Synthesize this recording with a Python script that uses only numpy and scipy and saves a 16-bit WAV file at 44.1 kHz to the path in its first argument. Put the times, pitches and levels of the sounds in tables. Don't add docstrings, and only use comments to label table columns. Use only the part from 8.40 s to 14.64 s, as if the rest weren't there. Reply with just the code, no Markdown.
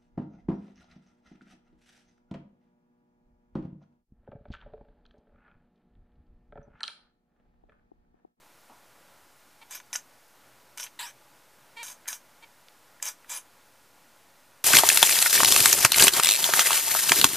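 import sys
import numpy as np
from scipy import signal
from scipy.fft import rfft, irfft
from scipy.io import wavfile

SR = 44100
rng = np.random.default_rng(int(sys.argv[2]) if len(sys.argv) > 2 else 0)


def materialize(psi):
    bounded = np.clip(np.atleast_2d(psi).T, -1, 1)
    quanta = np.round(bounded * 32767).astype(np.int16)
    wavfile.write(sys.argv[1], SR, quanta)


N = 275184
T = np.arange(N) / SR
F = np.maximum(np.fft.rfftfreq(N, 1 / SR), 1)
TOP_HZ = 15060


def undb(db):
    return 10 ** (np.asarray(db) / 20)


def unit(x):
    return x / np.sqrt(np.mean(x ** 2))


def colour(points):
    hz, db = np.transpose(points)
    return undb(np.interp(np.log(F), np.log(hz), db))


def bell(hz, width_hz):
    return 1 / np.sqrt(1 + ((F ** 2 - hz ** 2) / (F * width_hz)) ** 2)


def shape(x, gain):
    return irfft(rfft(x) * gain, N)


def response(gain, size=4096):
    cepstrum = irfft(np.log(gain + 1e-5), N)
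    h = irfft(np.exp(rfft(2 * cepstrum * (T < T[-1] / 2))), N)[:size]
    return h / np.linalg.norm(h)


def ring(x, h):
    return signal.fftconvolve(x, h)[:N]


def curves(rows):
    s, *columns = np.transpose(rows)
    return [np.interp(T, s, c) for c in columns]


def wander(rate):
    count = int(T[-1] * rate) + 2
    return 1.2 * np.interp(T * rate, np.arange(count), rng.standard_normal(count))


def progress(start_s, length_s):
    return np.clip((T - start_s) / length_s, 0, 1)


def envelope(start_s, rise_s, hold_s, fall_s):
    outside = np.maximum((start_s - T) / rise_s, (T - start_s - hold_s) / fall_s)
    return undb(-30 * np.clip(outside, 0, 8))


def pulses(hz):
    cycles = np.cumsum(hz) / SR
    samples_off = np.abs(cycles - np.round(cycles)) * SR / hz
    return unit(np.maximum(1 - samples_off, 0) - hz / SR)


def swish(centre_hz, width_hz):
    spread = shape(rng.standard_normal(N), 1 / (1 + (F / width_hz) ** 3))
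    return unit(spread * np.sin(2 * np.pi * np.cumsum(centre_hz) / SR))


# (relative, per Hz)
ROOM_COLOUR = [(15, -26), (25, -13), (121, -8.5), (154, -8.5), (243, -5), (271, -4.5), (293, -4),
               (404, -7.5), (573, -3), (769, -4.5), (833, -6.5), (1030, -5.5), (1420, -5.5), (3180, -12.5),
               (15000, -17)]
# pitch_hz, width_hz, lift_db
ROOM_RESONANCES = [(84, 6.7, 0), (130.3, 23, 5.5), (540, 60, 1.5), (852, 42, 5), (967, 60, 4.5),
                   (1424, 24, 6)]
# pitch_hz (middle of a small drift), level_db (before hum_db is added)
ROOM_TONES = [(845.2, -72), (12258, -81)]
ROOM_DB = -58.5


def room(swell_db=0.92, swell_hz=2500, hum_db=-4):
    gain = colour(ROOM_COLOUR)
    for hz, width_hz, db in ROOM_RESONANCES:
        gain = gain * undb(db * bell(hz, width_hz) ** 2)
    noise = undb(ROOM_DB) * unit(shape(rng.standard_normal(N), gain))
    low_air = shape(noise, 1 / (1 + (F / swell_hz) ** 2))
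    swelling = low_air * (undb(swell_db * wander(rate=6.8)) - 1)
    hum = np.zeros(N)
    for hz, db in ROOM_TONES:
        drifting_hz = hz + 2.49 * wander(rate=12)
        hum += np.sqrt(2) * undb(db) * np.sin(2 * np.pi * np.cumsum(drifting_hz) / SR)
    return noise + swelling + undb(hum_db) * hum


# start_s, peak_db, pitch_hz (centre), width_hz,
# t60_s (time for the noise that drives it to fall by 60 dB)
SMALL_KNOCKS = [(.298, -47, 860, 450, .38), (.299, -53.5, 276, 120, 0.39), (2.465, -34, 2600, 2200, 0.051),
                (3.657, -39.5, 1720, 900, 0.021), (3.668, -41, 1700, 700, 0.043),
                (4.285, -36.5, 3300, 1900, .007), (4.601, -41.5, 1660, 700, 0.024),
                (4.845, -44, 1600, 650, 0.022)]


def knocks():
    out = np.zeros(N)
    for s, db, hz, width_hz, t60 in SMALL_KNOCKS:
        fade = np.exp(-np.log(1000) * np.abs(T - s) / t60)
        push = rng.standard_normal(N) * (T >= s) * fade
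        body = shape(push, bell(hz, width_hz) ** 2)
        out += undb(db) * body / np.abs(body).max()
    return out


# pitch_hz, width_hz (before widen), level_db (before the bass cut and notch)
CAGE_RESONANCES = [(983, 49, -5), (1465, 29, -8.5), (1704, 81, -10), (2365, 130, -9), (3034, 100, -11),
                   (3415, 43, -11.5), (3840, 60, -13), (4910, 106, -3), (5300, 85, -6), (5750, 28, 1.5),
                   (5600, 41, -6), (6000, 51, -4.5), (6350, 120, 5), (6700, 60, -1.5), (7170, 41, -14),
                   (7340, 260, -4), (7900, 28, -4), (8000, 91, -7), (8640, 38, -9), (8900, 160, -6),
                   (9480, 110, -8.5), (9660, 36, -13), (10350, 130, -7), (11300, 120, -15.5),
                   (11340, 46, -7), (12050, 170, -11), (13100, 56, -28), (13800, 82, -18), (14700, 66, -16)]


def cage_colour(widen=0.92, between_db=-18, low_hz=680, notch_hz=4370, notch_width_hz=220, notch_db=-11):
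    power = undb(between_db) ** 2
    for hz, width_hz, db in CAGE_RESONANCES:
        power = power + (undb(db) * bell(hz, widen * width_hz)) ** 2
    bass_cut = 1 / (1 + (low_hz / F) ** 6)
    notch = undb(notch_db * bell(notch_hz, notch_width_hz) ** 2)
    return np.sqrt(power * bass_cut) * notch


def registers(cage, split_hz=4400, upper_hz=8500):
    low, under, top = (1 / (1 + (F / hz) ** 30) for hz in (split_hz, upper_hz, TOP_HZ))
    shares = [low, under * (1 - low), top * (1 - under)]
    return [response(cage * np.sqrt(share)) for share in shares]


# start_s, length_s, pitch_hz (before the waver), level_db (before throat and bass cut),
# hoarseness (noise against pulses)
SOFT_CALLS = [(1.217, 0.013, 455, -53, 0.83), (3.370, .058, 465, -45, 0.17), (4.027, 0.018, 459, -54, 0.63)]
# pitch_hz, width_hz, level_db (relative)
NASAL_RESONANCES = [(974, 270, -2.5), (1760, 170, -6.5), (2345, 140, 2.5), (2850, 220, -8.5),
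                    (3210, 160, -4.5), (3700, 350, -8.5), (4400, 400, -10.5), (4900, 250, -14),
                    (7450, 3900, -22)]
SOFT_RISE_S, SOFT_FALL_S = 0.013, 0.019
WAVER, WAVER_TURNS, WAVER_CREST = .028, 1.35, .58


def soft_calls(low_hz=720):
    jitter = 1 + .004 * wander(rate=300)
    air, source = rng.standard_normal(N), np.zeros(N)
    for s, length_s, hz, db, hoarse in SOFT_CALLS:
        turns = WAVER_TURNS * (progress(s, length_s) - WAVER_CREST)
        arch = 1 + WAVER * np.cos(2 * np.pi * turns)
        loudness = undb(db) * envelope(s, SOFT_RISE_S, length_s, SOFT_FALL_S)
        source += loudness * (pulses(hz * arch * jitter) + hoarse * air)
    t = T[:2048]
    throat = np.zeros(len(t))
    for k, (hz, width_hz, db) in enumerate(NASAL_RESONANCES):
        mode = np.exp(-np.pi * width_hz * t) * np.sin(2 * np.pi * hz * t)
        throat += (-1) ** k * undb(db) * width_hz * mode
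    notes = ring(source, throat / np.linalg.norm(throat))
    return shape(notes, 1 / np.sqrt(1 + (low_hz / F) ** 4))


# time_s, pitch_hz (before jitter), roughness (0-1)
RASP_VOICE = [(2.604, 965, 0.4), (2.621, 769, 0.78), (2.637, 997, 0.2), (2.662, 817, 0.55),
              (2.70, 790, 0.83)]
# pitch_hz, level_db (relative)
THROAT_COLOUR = [(300, -24), (700, -4.5), (1000, 0), (1400, 0.5), (3000, -0.5), (4100, -4), (4900, -17),
                 (6600, -24), (7700, -3.5), (9000, -8.5), (15000, -10)]
RASP_S, RASP_LENGTH_S, RASP_DB, RASP_FADE_DB = 2.591, 0.12, -38.5, 15.5
BEAK_SHUT_HZ, BEAK_OPEN_HZ, BEAK_WAIT_S, BEAK_OPENS_S = 3890, 5840, .019, 0.068


def rasping_call(cage, jitter=.14, beak_width_hz=430, cage_share=0.61, beak_db=0.5, opening_db=-8,
                 beak_cage_share=0.57, rise_s=0.0018, fall_s=.02):
    hz, rough = curves(RASP_VOICE)
    rough = np.clip(rough, 0, 1)
    buzz = pulses(hz * (1 + jitter * rough * wander(rate=900)))
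    source = np.sqrt(1 - rough) * buzz + np.sqrt(rough) * rng.standard_normal(N)
    fade_db = RASP_FADE_DB * progress(RASP_S, RASP_LENGTH_S) ** 2
    effort = envelope(RASP_S, rise_s, RASP_LENGTH_S, fall_s) * undb(RASP_DB - fade_db)
    opening = progress(RASP_S + BEAK_WAIT_S, BEAK_OPENS_S)
    beak_hz = BEAK_SHUT_HZ + (BEAK_OPEN_HZ - BEAK_SHUT_HZ) * opening
    beak = undb(beak_db + opening_db * np.sqrt(opening)) * swish(beak_hz, beak_width_hz)
    voice = ring(source * effort, response(colour(THROAT_COLOUR) * cage ** cage_share))
    return voice + ring(effort * beak, response(cage ** beak_cage_share))


# start_s, length_s, level_db (at the crest), first_hz, last_hz
NOISE_BANDS = [(1.309, 0.028, -47, 8030, 6600), (1.33, 0.065, -51, 4950, 6030),
               (1.343, 0.025, -46, 13800, 12000), (1.53, 0.039, -38.5, 5650, 5750),
               (1.533, 0.019, -41, 10300, 9840), (1.530, 0.039, -45, 1940, 1713),
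               (2.387, .064, -43, 5580, 5820), (2.593, 0.011, -38, 7470, 7550),
               (3.68, .05, -46, 1894, 1390), (4.6255, .005, -25, 7420, 7300),
               (4.66, 0.031, -37.5, 5730, 5880), (4.896, .043, -38, 7700, 7380),
               (4.944, 0.047, -39, 10400, 9600)]
BAND_WIDTH = 0.072


def noise_bands():
    out = np.zeros(N)
    for s, length_s, db, first_hz, last_hz in NOISE_BANDS:
        along = progress(s, length_s)
        swell = np.sqrt(4 * along * (1 - along))
        centre_hz = first_hz + (last_hz - first_hz) * along
        out += undb(db) * swell * swish(centre_hz, BAND_WIDTH * first_hz)
    return out


# start_s, rise_s, low_db, middle_db, high_db (levels before gain_db)
CLAW_TAPS = [(1.309, 0.00081, -45.5, -50, -40), (1.353, 0.00061, -42, -42, -40),
             (1.400, 0.00085, -43, -52, -64), (1.529, .001, -34.5, -30.5, -48),
             (1.554, .0014, -32, -36, -46), (1.558, 0.00073, -37, -22.5, -41),
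             (2.375, .0006, -42, -38, -41), (2.381, 0.00071, -38.5, -39, -46),
             (2.398, 0.001, -36.5, -36, -49), (2.43, 0.00049, -36, -38, -46), (2.609, .0008, -42, -45, -41),
             (3.43, .0006, -40, -46, -38), (3.481, 0.00075, -42.5, -44, -44), (3.501, .0006, -48, -50, -53),
             (3.680, 0.00081, -39, -30.5, -35), (3.685, 0.00084, -34.5, -28.5, -30),
             (3.728, 0.0012, -37.5, -33.5, -44), (4.625, 0.00074, -35.5, -29, -30.5),
             (4.654, 0.00091, -44, -32, -35), (4.685, 0.00069, -43, -30, -37),
             (4.895, 0.00055, -55, -49, -38.5), (4.919, .0006, -41, -35, -45)]


def claws(bands, gain_db=2):
    t = T[:1500]
    out = np.zeros(N)
    for s, rise_s, *dbs in CLAW_TAPS:
        scratch = t / rise_s * np.exp(1 - t / rise_s)
        for db, h in zip(dbs, bands):
            tap = signal.fftconvolve(scratch * rng.standard_normal(len(t)), h)
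            tap *= np.linalg.norm(scratch) / np.linalg.norm(tap)
            first = int(s * SR)
            out[first:first + len(tap)] += undb(db) * tap
    return undb(gain_db) * out


# start_s, rise_s, hold_s, level_db (mid-hold, before gain_db), swell_db (over the hold),
# low_db (low swish, relative), high_db (fine feather hiss, relative)
WING_RUSTLES = [(1.313, 0.025, 0.057, -45.5, -1, -1, -3), (1.529, .003, 0.04, -43.5, -5, -3.5, 1),
                (2.374, .003, 0.068, -43, 4.5, -2.5, -1), (3.430, 0.0033, 0.094, -44, -4.5, -5, -2.5),
                (3.677, 0.004, 0.071, -40, -6.5, -5.5, 0), (4.627, 0.012, 0.061, -38.5, 5, -2.5, -1),
                (4.904, 0.026, 0.07, -38.5, -2.5, -2.5, -2)]
RUSTLE_FALL_S = 0.052


def wings(bands, grain_db=3, gain_db=-2):
    levels = np.zeros((3, N))
    for s, rise_s, hold_s, db, swell_db, low_db, high_db in WING_RUSTLES:
        swelling_db = db + swell_db * (progress(s, hold_s) - .5)
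        stroke = envelope(s, rise_s, hold_s, RUSTLE_FALL_S) * undb(swelling_db)
        levels += np.outer(undb([low_db, 0, high_db]), stroke)
    spurts = undb(wander(rate=200) + grain_db * wander(rate=5000))
    out = np.zeros(N)
    for level, h in zip(levels, bands):
        grains = unit(spurts * rng.standard_normal(N))
        out += ring(grains * level, h)
    return undb(gain_db) * out


def reflections(x, t60, wet_db, gap_s=0.00262):
    t = T[:SR // 2]
    tail = rng.standard_normal(len(t)) * np.exp(-np.log(1000) * t / t60) * (t > gap_s)
    return x + undb(wet_db) * ring(x, tail / np.linalg.norm(tail))


def scene():
    cage = cage_colour()
    bands = registers(cage)
    moves = reflections(wings(bands) + claws(bands) + noise_bands(), t60=0.14, wet_db=-10.5)
    voices = reflections(soft_calls() + rasping_call(cage), t60=.14, wet_db=-15)
    return np.tile(moves + voices + knocks() + room(), (2, 1))


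def record(dry, side_db=-29, side_hiss_db=-27, offset=-0.00057):
    scatter = rng.standard_normal(256)
    side = undb(side_db) * ring(dry[0], scatter / np.linalg.norm(scatter))
    hiss = unit(shape(rng.standard_normal(N), colour(ROOM_COLOUR)))
    side += undb(side_hiss_db + ROOM_DB) * hiss
    top_cut = signal.ellip(12, .1, 70, TOP_HZ, fs=SR, output="sos")
    return offset + signal.sosfilt(top_cut, dry + np.array([side, -side]))


dry = scene()
out = record(dry)
materialize(out)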